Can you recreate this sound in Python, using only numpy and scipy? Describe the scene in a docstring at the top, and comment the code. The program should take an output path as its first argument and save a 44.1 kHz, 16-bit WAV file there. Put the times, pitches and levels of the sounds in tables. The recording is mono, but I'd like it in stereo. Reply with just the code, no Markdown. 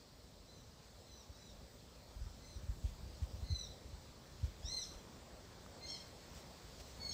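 """In a wood, at a hand-held camera's microphone: leaves hiss over a far wash and a low rumble.
Some way off to the right, trotting roe fawns squeak, each thin call arching near 2 kHz, and the
trunks scatter it into a short echo. The hand starts to bump the camera as it turns; steps scuff
dry leaves, the calls grow louder and a twig snaps. The last two calls crack an octave down."""
import sys
import numpy as np
from scipy import signal
from scipy.fft import rfft, irfft, next_fast_len
from scipy.io import wavfile
from scipy.ndimage import uniform_filter1d

SR = 44100
rng = np.random.default_rng(int(sys.argv[2]) if len(sys.argv) > 2 else 0)


def wav_record(signal):
    """Record a signal, one row per channel, as 16-bit PCM in the file named by sys.argv[1]."""
    frames = np.transpose(np.atleast_2d(signal))
    bounded = np.clip(frames, -1, 1)
    # unit amplitude maps onto the largest positive 16-bit level
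    quanta = np.round(bounded * 32767).astype(np.int16)
    wavfile.write(sys.argv[1], SR, quanta)


N = 314433
TIME = np.arange(N) / SR


def gain_of(db):
    """Decibels to a factor."""
    return 10 ** (np.asarray(db) / 20)


def unit_rms(x):
    """Scales to an rms of one."""
    return x / np.sqrt(np.mean(x ** 2) + 1e-20)


def read(points, hz):
    """Reads rows of (Hz, value) along a log-frequency axis."""
    f, value = np.transpose(points)
    return np.interp(np.log(hz + 1), np.log(f + 1), value)


def level(curve):
    """Gain at every sample from rows of (s, dB)."""
    return gain_of(np.interp(TIME, *np.transpose(curve)))


def add(mix, s, sound):
    """Mixes a sound in at time s."""
    part = mix[..., max(round(s * SR), 0):][..., :sound.shape[-1]]
    part += sound[..., :part.shape[-1]]


def coloured(x, spectrum):
    """Filters by a spectrum of (Hz, dB)."""
    size = next_fast_len(N + SR // 4)
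    response = gain_of(read(spectrum, np.fft.rfftfreq(size, 1 / SR)))
    return irfft(rfft(x, size) * response, size)[..., :N]


def wander(rate_hz):
    """A smooth random curve of unit rms, changing up to about the given rate."""
    hz = np.fft.rfftfreq(N, 1 / SR)
    return unit_rms(irfft(rfft(rng.standard_normal(N)) * np.exp(-(hz / rate_hz) ** 2), N))


# How alike the microphone's two ports hear the wood. Each row: frequency in Hz, correlation.
PORT_LIKENESS = [(40, 0.43), (120, 1), (250, 0.9), (500, 0.81), (900, 0.58), (1400, -0.16), (2500, 0.17),
                 (4500, -0.11), (12000, 0.05)]
# The side the background leans to. Each row: frequency in Hz, left minus right in dB.
PORT_BALANCE = [(60, 5), (250, 0.5), (600, 1.5), (1400, 1), (3000, -1), (6500, -9.5), (9000, -0.5),
                (15000, -1)]

def diffuse_noise(spectrum, patchy_db, frame=1024):
    """Noise from all around at two close ports: alike in the bass, with drifting patches of level."""
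    hop, hz = frame // 4, np.fft.rfftfreq(frame, 1 / SR)
    a, b, c, d, patches = np.moveaxis(rng.standard_normal((N // hop + 5, len(hz), 5)), 2, 0)
    patches = unit_rms(uniform_filter1d(uniform_filter1d(patches, size=14, axis=0), size=12, axis=1))
    likeness, lean_db = np.clip(read(PORT_LIKENESS, hz), -1, 1), read(PORT_BALANCE, hz) / 2
    left = a + 1j * b
    right = likeness * left + np.sqrt(1 - likeness ** 2) * (c + 1j * d)
    ports = np.array([left * gain_of(lean_db), right * gain_of(-lean_db)]) * gain_of(patchy_db * patches)
    noise = signal.istft(ports.swapaxes(1, 2), nperseg=frame, noverlap=frame - hop)[1][:, :N]
    return unit_rms(coloured(noise, spectrum))


# Open air far off. Each row: frequency in Hz, relative level in dB.
AIR_COLOUR = [(13, -46), (22, -18), (43, -11.5), (64, -2), (123, -9), (251, -10.5), (295, -15),
              (600, -12.5), (677, -17), (918, -18.5), (1430, -21), (2800, -26.5), (3640, -24), (6160, -120)]
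# Leaf hiss at 3-8 kHz, the microphone's own hiss above. Each row: frequency in Hz, relative level in dB.
HISS_COLOUR = [(1500, -25), (2600, -23), (3300, -7), (4100, 2.5), (5200, 0.5), (6500, -5.5), (8000, -2.5),
               (9200, -15.5), (11000, -17), (13500, -16.5), (15200, -7), (16000, -48)]
# Their slow rise. Each row: time in seconds, relative levels of air and hiss in dB.
BACKGROUND_RISE = [(0.0, -68, -81.5), (3.33, -64, -78.5), (4.21, -64.5, -79.5), (4.93, -62, -78.5),
                   (5.52, -62.5, -79), (7.13, -61, -75)]

def air_and_hiss(air_db=6.0, hiss_db=16.5):
    """A far wash of air, and leaf hiss with the microphone's own thin high hiss on top; both grow."""
    air_gain = level([(s, db + air_db) for s, db, _ in BACKGROUND_RISE])
    hiss_gain = level([(s, db + hiss_db) for s, _, db in BACKGROUND_RISE])
    air = diffuse_noise(AIR_COLOUR, patchy_db=1.34) * air_gain
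    return air + diffuse_noise(HISS_COLOUR, patchy_db=1.5) * hiss_gain


# Buffeting right at the microphone. Each row: frequency in Hz, relative level in dB.
RUMBLE_COLOUR = [(15, -11), (28, -30), (45, 7), (75, 2), (120, -3), (200, -9), (400, -41)]

def port_rumble(still_db=-65, busy_db=-45.5, reach_s=0.2):
    """Lumpy low buffeting of the ports, which grows around each bump of the hand."""
    stir = sum(gain_of(db) * np.exp(-((TIME - s) / reach_s) ** 2) for s, db, _, _ in HAND_BUMPS)
    gain = np.hypot(gain_of(still_db), gain_of(busy_db) * np.sqrt(stir))
    return diffuse_noise(RUMBLE_COLOUR, patchy_db=2.5) * gain


CREST = .53  # share of a call gone by when its pitch starts to fall

def squeak_shape(t, length, swell, scoop, fall, onset_db=-13.5, release_db=-7.5, release_s=0.074):
    """One call's pitch (share of the crest) and level (dB): it glides in and swells, then sags and fades."""
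    progress = t / length
    glide = scoop * np.maximum(1 - progress / CREST, 0) ** 2
    sag = fall * np.maximum((progress - CREST) / (1 - CREST), 0) ** 2.2
    swell_db = onset_db * np.maximum(1 - t / swell, 0)
    fade_db = release_db * np.maximum(1 - (length - t) / release_s, 0)
    return 1 - glide - sag, swell_db + fade_db


# The fawns, some way off among the trees. Each row: start, length and swell in seconds, relative level
# in dB, crest pitch in Hz, scoop up (negative starts above) and final fall as shares of that pitch,
# trims in dB for the fundamental and for lines above the second harmonic, hoarseness from 0 to 1.
FAWN_CALLS = [ (.47, 0.14, 0.033, -59, 2040, .03, 0.078, -11, -4.5, 0),
              (1.045, 0.2, 0.026, -64, 2002, -0.061, 0.19, -4, -0.5, 0.37),
              (1.315, 0.22, 0.2, -58.5, 1980, 0.037, 0.16, 2, -8.5, 0.39),
              (2.382, 0.19, .05, -61.5, 2052, 0.013, 0.11, -4, 0.5, .1),
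              (3.42, 0.25, 0.11, -47, 2020, -.01, 0.12, -7, -8, 0.01),
              (3.44, 0.11, 0.058, -49.5, 2110, -0.054, 0.026, -12, -10, 0),
              (4.62, .228, 0.073, -44.5, 2091, .25, 0.21, -4.5, -1, 0.63),
              (4.648, 0.097, 0.023, -67, 1883, 0.014, 0.013, -5, 13, 0.045),
              (5.805, 0.17, 0.062, -47.5, 2147, 0.041, 0.107, 2, -3.5, 0.34),
              (6.995, 0.278, 0.067, -41, 2163, -0.03, .15, 1, -6, 0.06)]
# Resonances of throat and muzzle. Each row: frequency in Hz, gain in dB.
THROAT_COLOUR = [(1000, -13), (2050, -20), (3200, -6), (3700, -3.5), (4150, -0.5), (4900, -1), (5600, 5.5),
                 (6200, -7), (7400, -9), (8300, -14), (10400, -28), (12500, -23), (15000, -50)]
# Where the voice cracks. Each row: start and end in seconds, strength from 0 to 1.
VOICE_CRACKS = [(5.862, 5.975, 0.77), (7.101, 7.2, 0.74)]

def fawns(jitter=0.0043, rasp=.018, shimmer_db=4.0, slack_hz=1870, opening_db=7, crack_s=.018):
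    """Nearly pure harmonics through the throat; when the folds beat strong-weak, half-pitch lines appear."""
    out, waver, flutter, grit = np.zeros(N + SR), wander(95), wander(110), wander(1050)
    multiple = np.arange(2, 13)[:, None] / 2  # six harmonics and the lines halfway between
    for start, length, swell, db, crest_hz, scoop, fall, low_db, high_db, hoarse in FAWN_CALLS:
        at = round(start * SR) + np.arange(round(length * SR))
        t = at / SR
        pitch, effort_db = squeak_shape(t - t[0], length, swell, scoop, fall)
        hz = crest_hz * pitch
        # the folds flail as they break, stay a little rough, and rasp as they slacken in the fall
        breaking = sum((t > s) * (t < s + crack_s) for s, _, _ in VOICE_CRACKS)
        split = sum(size * np.clip((t - s) / crack_s, 0, 1) * (t < end) for s, end, size in VOICE_CRACKS)
        slack = np.clip((slack_hz - hz) / 250, 0, 1) * (t > start + CREST * length)
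        rough = hoarse + .9 * breaking + .28 * split + 4.4 * slack
        hz = hz * (1 + jitter * waver[at % N] + rasp * rough * grit[at % N])
        shut = np.maximum(np.linspace(1, -1, len(t)), 0)  # the mouth is open by mid-call
        colour_db = read(THROAT_COLOUR, hz * multiple) - opening_db * shut * np.log2(multiple / 2)
        colour_db = colour_db + low_db * (multiple == 1) + high_db * (multiple > 2)
        lines = np.where(multiple % 1, split, 1) * np.sin(2 * np.pi * multiple * np.cumsum(hz) / SR)
        voice = (lines * gain_of(colour_db)).sum(0)
        gain = gain_of(db + effort_db + shimmer_db * flutter[at % N])
        add(out, start, voice * gain * signal.windows.tukey(len(at), .08))
    return out[:N]


# Undergrowth dulling the low, near paths to the microphone. Each row: frequency in Hz, gain in dB.
UNDERGROWTH = [(2000, -0.5), (6200, 1), (8200, -2.5), (12000, -4)]
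# The echo from deep in the wood. Each row: frequency in Hz, seconds to fade by 60 dB.
WOOD_DECAY = [(2000, 1), (4000, 0.58), (6000, 0.64), (10000, 0.91)]

def wood_echo(voice, near_db=1.5, tail_db=-8, stand_db=-14, stand_s=0.1, cloud_t60=.18):
    """Near trunks scatter a quick cloud of echoes, a far stand returns one later, the wood adds a tail."""
    deep, near, late = rng.choice([-1., 1.], (3, 2, SR)) * (rng.random((3, 2, SR)) < 1 / 16)
    hz, t, bands = signal.stft(deep, SR, nperseg=256)
    decay = gain_of(-60 * t / read(WOOD_DECAY, hz)[:, None])
    build_up = np.minimum(t / 0.094, 1)
    tail = signal.istft(bands * decay * build_up, SR, nperseg=256)[1][:, :SR]
    cloud = gain_of(-60 * TIME[:SR] / cloud_t60)
    stand = np.roll(late * cloud, round(stand_s * SR), axis=1)
    dulled = coloured(voice, UNDERGROWTH)
    paths = [(near_db, dulled, near * cloud), (tail_db, voice, tail), (stand_db, voice, stand)]
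    out = np.zeros((2, N))
    for db, sound, echo in paths:
        add(out, 0, gain_of(db) * signal.fftconvolve(sound[None], echo / np.linalg.norm(echo[0]), axes=1))
    return out


# The hand on the camera body, right by the microphone. Each row: start in seconds, level at the
# left port in dB, pitch at the peak in Hz, right port relative to left in dB.
HAND_BUMPS = [(1.287, -48, 81, 3), (1.538, -47.5, 69, -8), (2.153, -37.5, 62, -16),
              (2.205, -31.5, 60.6, -16), (2.252, -45.5, 70, 9), (2.552, -35, 70, -26),
              (2.625, -39, 86.5, -12), (2.682, -26.5, 69.6, -25), (2.836, -25, 69.7, -9.5),
              (3.214, -26.5, 81, -24), (3.327, -33.5, 81, -21), (3.419, -29, 67.5, -31),
              (3.495, -29, 94.4, -12), (3.515, -26.5, 79.8, -14), (3.924, -38, 70.6, -27),
              (4.425, -22.5, 84, -47), (4.635, -31.5, 66.3, -26), (4.946, -43.5, 54.6, -4),
              (6.636, -46.5, 74.5, 3), (6.796, -60, 75, 15)]

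def hand_bumps(rise_s=0.016, sag=0.427, wobble_db=-20, wobble_t60=1.0, rub_db=-21,
               rebound_s=0.0401, rebound_db=-16.5):
    """Each knock swells, sags in pitch and rebounds as the grip gives; the body wobbles, fingers rub."""
    out, t = np.zeros((2, N)), TIME[:SR // 4]
    swell = (t / rise_s * np.exp(1 - t / rise_s)) ** 3.46
    wobble = gain_of(wobble_db - 60 * t / wobble_t60) * np.minimum(t / rise_s, 1)
    rub = gain_of(rub_db) * np.array([wander(190), wander(340)])
    for s, db, hz, right_db in HAND_BUMPS:
        phase = 2 * np.pi * np.cumsum(hz * (1 - sag * np.tanh(t / rise_s - 1))) / SR
        thud = np.sin([phase, phase - 1.2])  # the right port follows a little later
        knock = (thud + rub[:, round(s * SR):][:, :len(t)]) * gain_of([[db], [db + right_db]])
        add(out, s, (swell + wobble) * knock)
        add(out, s + rebound_s, gain_of(rebound_db) * swell * knock)
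    return out


# Faint steps on the woodland floor. Each row: start in seconds, length in seconds, level in dB.
LEAF_STEPS = [(2.8, 0.14, -61), (3.199, .07, -62), (4.41, 0.087, -61), (6.305, 0.14, -57.5),
              (6.788, 0.037, -56), (6.833, 0.12, -63)]
# Dry leaves underfoot. Each row: frequency in Hz, relative level in dB.
LEAF_COLOUR = [(300, -3), (1500, 5), (4500, 6.5), (8000, 4.5), (10000, -8.5), (15000, -7)]

def leaf_scuffs(grain_db=3.5):
    """Dry leaves crackle in clumps under a step."""
    grains = rng.standard_normal((2, N)) * gain_of(grain_db * np.minimum(rng.exponential(1, (2, N)), 4))
    pressure = np.zeros(N)
    for s, length, db in LEAF_STEPS:
        add(pressure, s, gain_of(db) * signal.windows.hann(max(round(length * SR), 8)))
    return pressure * unit_rms(coloured(grains, LEAF_COLOUR))


# One twig, as loud at both ports. Each row: start in seconds, level in dB, ring in Hz.
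TWIG_SNAPS = [(5.663, -44, 1200)]

def twig_snap(t60=0.007, cutoff_hz=7000):
    """A twig breaks with a dry crack and a very short woody ring."""
    out, t = np.zeros((2, N)), TIME[:SR // 20]
    for s, db, hz in TWIG_SNAPS:
        crack = .5 * rng.standard_normal((2, len(t))) + np.sin(2 * np.pi * hz * t)
        add(out, s, gain_of(db - 60 * t / t60) * crack)
    return signal.sosfilt(signal.butter(2, cutoff_hz, fs=SR, output="sos"), out)


def scene():
    """From the microphone, the fawns are a little to the right, half hidden in their own echo."""
    voice = fawns()
    at_left_port = np.append(np.zeros(2), voice[:-2])  # arrives two samples later
    direct = gain_of(-6) * coloured(np.array([at_left_port, voice]), UNDERGROWTH)
    calls = (direct + wood_echo(voice)) * gain_of([[-1], [2]])
    return calls + hand_bumps() + leaf_scuffs() + twig_snap() + air_and_hiss() + port_rumble()


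def record(dry):
    """The camera cuts the treble off at 15.8 kHz."""
    lowpass = signal.firwin(801, 15800, window=("kaiser", 9), fs=SR)
    return signal.oaconvolve(dry, lowpass[None], "same")


dry = scene()
out = record(dry)
wav_record(out)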